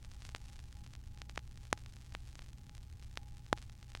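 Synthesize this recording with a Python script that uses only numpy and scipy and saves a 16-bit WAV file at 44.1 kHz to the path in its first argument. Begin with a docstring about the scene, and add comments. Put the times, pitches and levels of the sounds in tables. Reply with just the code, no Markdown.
"""A valve guitar amplifier idles while someone works inside its open back.
A bad contact sputters through the speaker: a dense crackle of tiny one-sided sparks and now and then a dry pop.
A faint microphonic note rings along, over mains hum, hiss and a low room rumble."""
import sys
import numpy as np
from scipy import signal
from scipy.fft import rfft, irfft
from scipy.io import wavfile

SR = 44100
rng = np.random.default_rng(int(sys.argv[2]) if len(sys.argv) > 2 else 0)


def generate_wav(sig):
    """Save sig (samples, or channels by samples) to the path in sys.argv[1] as 16-bit PCM at SR."""
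    pcm = np.round(np.clip(np.atleast_2d(sig).T, -1, 1) * 32767).astype(np.int16)
    wavfile.write(sys.argv[1], SR, pcm)


N = 176400

# the pops that stand out: (s, peak dB, length ms)
POPS = [(0.0479, -37, 0.13), (0.1159, -37.5, 0.12), (0.2214, -35.0, 0.13), (0.2512, -32, 0.12),
        (0.2653, -37, 0.082), (0.2912, -32.5, 0.15), (0.349, -22.5, 0.23), (0.3622, -30.5, 0.11),
        (0.5317, -38.5, 0.084), (0.5922, -38.0, 0.15), (0.727, -37.5, 0.1), (0.864, -38.5, 0.15),
        (0.9363, -36.5, 0.12), (0.9523, -35.5, 0.13), (1.1754, -39.5, 0.15), (1.218, -27.0, 0.15),
        (1.2962, -31, 0.15), (1.3594, -34.5, 0.13), (1.3753, -34, 0.14), (1.3769, -21.0, 0.32),
        (1.3923, -36.5, 0.15), (1.575, -37, 0.12), (1.6531, -38, 0.091), (1.7287, -12, 0.32),
        (1.7289, -15, 0.1), (1.7328, -42, 0.1), (1.7762, -36.5, 0.16), (1.8616, -36, 0.15),
        (1.9668, -39.5, 0.14), (2.1231, -39.5, 0.15), (2.1502, -24, 0.24), (2.3547, -33.5, 0.11),
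        (2.3923, -32.5, 0.18), (2.4205, -39.5, 0.16), (2.695, -37, 0.14), (2.7511, -35, 0.078),
        (2.7799, -38.5, 0.11), (3.0258, -39.5, 0.14), (3.1737, -20.5, 0.18), (3.4645, -40, 0.14),
        (3.5288, -12.0, 0.51), (3.576, -34.0, 0.17), (3.5843, -36, 0.13), (3.6178, -38.5, 0.091),
        (3.626, -35.0, 0.11), (3.6971, -39, 0.15), (3.8284, -38, 0.15), (3.919, -38.5, 0.12),
        (3.9509, -24.5, 0.2), (3.9732, -35, 0.13)]
POP_DB = 0.0
RISE_MS, SKEW = 0.23, 1.47   # the current builds up, levels off in a long spark, then breaks
KICK_SHARE, KICK_MS, KICK_AT_MS = 0.32, 0.18, 0.25   # reverse kick at the break: share, decay, for a spark this long
# the fine crackle: how busy the contact is, as level of the treble (s, dB)
ACTIVITY = [(0.0, -70.5), (0.11, -71), (0.27, -69), (0.75, -71), (0.95, -74), (1.27, -75), (1.43, -73), (1.63, -72.5),
            (1.96, -71), (2.26, -71.5), (2.52, -74), (2.96, -71.5), (3.11, -74), (4.0, -70)]
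SPARKS_PER_S, RATE_FOLLOWS, CLUMP_DB, CLUMPS_PER_S = 1500, 1.2, 2.0, 30
SMALLEST_DB, LARGEST_DB, SIZE_SPREAD_DB = -70, -40.5, 8.5   # small sparks are far commoner than large ones
CRACKLE_LENGTH_MS, REVERSED_SHARE, CRACKLE_DB = 0.093, .17, -0.5
# the speaker: treble and bass limits, level
TREBLE_HZ, BASS_HZ, OUTPUT_DB = 11060, 57.7, .5
# microphonic modes: (Hz, gain dB, t60 s)
MODES_RUNG = [(829, -58, 0.098), (320, -62.5, 0.1)]
RING_HZ, RING_T60_S, RING_DB = 827, 0.15, -78
# the note swells: (s, dB)
RING_SWELLS = [(0.461, 6), (3.22, 8.5)]
SWELL_S = 0.064
# mains hum: (Hz, dB rms)
HUM = [(60, -57), (120, -60), (180, -82)]
# room rumble and amplifier hiss: (Hz, dB per Hz)
RUMBLE = [(12, 0.5), (20, 5.5), (45, -1), (80, 0.5), (110, -3.5), (150, -12.5), (220, -17.5), (320, -24.5), (450, -33), (900, -47), (2000, -58)]
RUMBLE_DB = -52
HISS = [(200, 6), (700, 1.5), (2000, -4.5), (5000, -12.5), (9000, -11.5), (16000, -7)]
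HISS_DB = -78.5
# brief dull swells in the low middle: (s, dB rms)
LOW_SWELLS = [(.84, -60.5), (2.65, -58)]
LOW_SWELL_BAND, LOW_SWELL_S = [(90, -1), (150, 7.5), (220, -3), (330, -19.5), (600, -44)], 0.073
CUTOFF_HZ = 16200   # fixed
T = np.arange(N) / SR


def from_db(db):
    """Decibels to gain."""
    return 10 ** (np.asarray(db) / 20)


def rms_one(x):
    """Scale to unit power."""
    return x / np.sqrt(np.mean(x ** 2) + 1e-20)


def passed(x, hz, kind, order=2):
    """Butterworth low-pass or high-pass."""
    return signal.sosfilt(signal.butter(order, min(hz, .45 * SR), kind, fs=SR, output="sos"), x + 1e-18)


def noise(spectrum):
    """Steady noise of a given colour; rms 1."""
    hz, db = np.transpose(spectrum)
    f = np.maximum(np.arange(N // 2 + 1) * SR / N, 1)
    gain = from_db(np.interp(np.log(f), np.log(hz), db)) * (f > 10)
    return rms_one(irfft(rfft(rng.standard_normal(N)) * gain, N))


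def drift(rate):
    """Slow chance; spread 1."""
    return rms_one(passed(rng.standard_normal(N + SR), rate, "low")[SR:])


def ring(x, hz, t60):
    """A unit click sets a sine of height 1 ringing."""
    r, w = from_db(-60 / (t60 * SR)), 2 * np.pi * hz / SR   # fixed
    return signal.lfilter([0, np.sin(w)], [1, -2 * r * np.cos(w), r * r], x + 1e-18)


def swell(s, width_s):
    """A smooth rise and fall around one moment."""
    return np.exp(-.5 * ((T - s) / width_s) ** 2)


def spark(length_ms):
    """One lopsided arch of current, of height 1, and the kick that follows its break."""
    ms = (np.arange(96)[:, None] + np.linspace(0, 1, 10)) * 1000 / SR   # fixed
    drive = length_ms / RISE_MS
    arch = np.tanh(drive * np.sin(np.pi * np.minimum(ms / length_ms, 1) ** SKEW)) / np.tanh(drive)
    kick = (ms > length_ms) * np.exp(-np.abs(ms - length_ms) / KICK_MS)
    return (arch - KICK_SHARE * np.sqrt(length_ms / KICK_AT_MS) * kick).mean(axis=1)


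def pops():
    """Single large sparks; the longer ones sound fuller."""
    out = np.zeros(N + SR)
    for s, db, length_ms in POPS:
        pulse = from_db(db + POP_DB) * spark(length_ms)
        start = max(int(s * SR) - np.argmax(pulse), 0)
        out[start:start + len(pulse)] += pulse
    return out[:N]


def crackle():
    """Tiny sparks at random, mostly of one polarity, thicker when the contact is busy."""
    s, db = np.transpose(ACTIVITY)
    busy_db = RATE_FOLLOWS * np.interp(T, s, db - db.mean()) + CLUMP_DB * drift(CLUMPS_PER_S)
    born = rng.random(N) < SPARKS_PER_S * from_db(busy_db) / SR
    size_db = SMALLEST_DB + SIZE_SPREAD_DB * rng.exponential(1, N)
    sign = np.where(rng.random(N) < REVERSED_SHARE, -1, 1)
    clicks = born * (size_db < LARGEST_DB) * sign * from_db(size_db + CRACKLE_DB)
    return np.convolve(clicks, spark(CRACKLE_LENGTH_MS))[:N]


def speaker(current):
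    """Edges are rounded, and the cone swings back slowly after a pop."""
    return from_db(OUTPUT_DB) * passed(passed(current, TREBLE_HZ, "low"), BASS_HZ, "high")


def microphonics(sparks):
    """Modes rung by the sparks, and the main one wavering faintly by itself."""
    struck = sum(from_db(db) * ring(sparks, hz, t60) for hz, db, t60 in MODES_RUNG)
    level_db = RING_DB + sum(db * swell(s, SWELL_S) for s, db in RING_SWELLS)
    return struck + from_db(level_db) * rms_one(ring(rng.standard_normal(N + SR), RING_HZ, RING_T60_S)[SR:])


def hum():
    """Mains frequency and its multiples."""
    return sum(from_db(db) * np.sqrt(2) * np.sin(2 * np.pi * (hz * T + rng.random())) for hz, db in HUM)


def background():
    """Room rumble with its brief swells, and the amplifier's hiss."""
    swells = sum(from_db(db) * swell(s, LOW_SWELL_S) for s, db in LOW_SWELLS) * noise(LOW_SWELL_BAND)
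    return from_db(RUMBLE_DB) * noise(RUMBLE) + swells + from_db(HISS_DB) * noise(HISS)


def scene():
    """Everything, close and dry, in one channel."""
    sparks = speaker(pops() + crackle())
    return (sparks + microphonics(sparks) + hum() + background())[None]


def record(dry):
    """The top is cut steeply."""
    return signal.sosfilt(signal.ellip(8, .1, 70, CUTOFF_HZ, fs=SR, output="sos"), dry)   # fixed


dry = scene()
out = record(dry)
generate_wav(out)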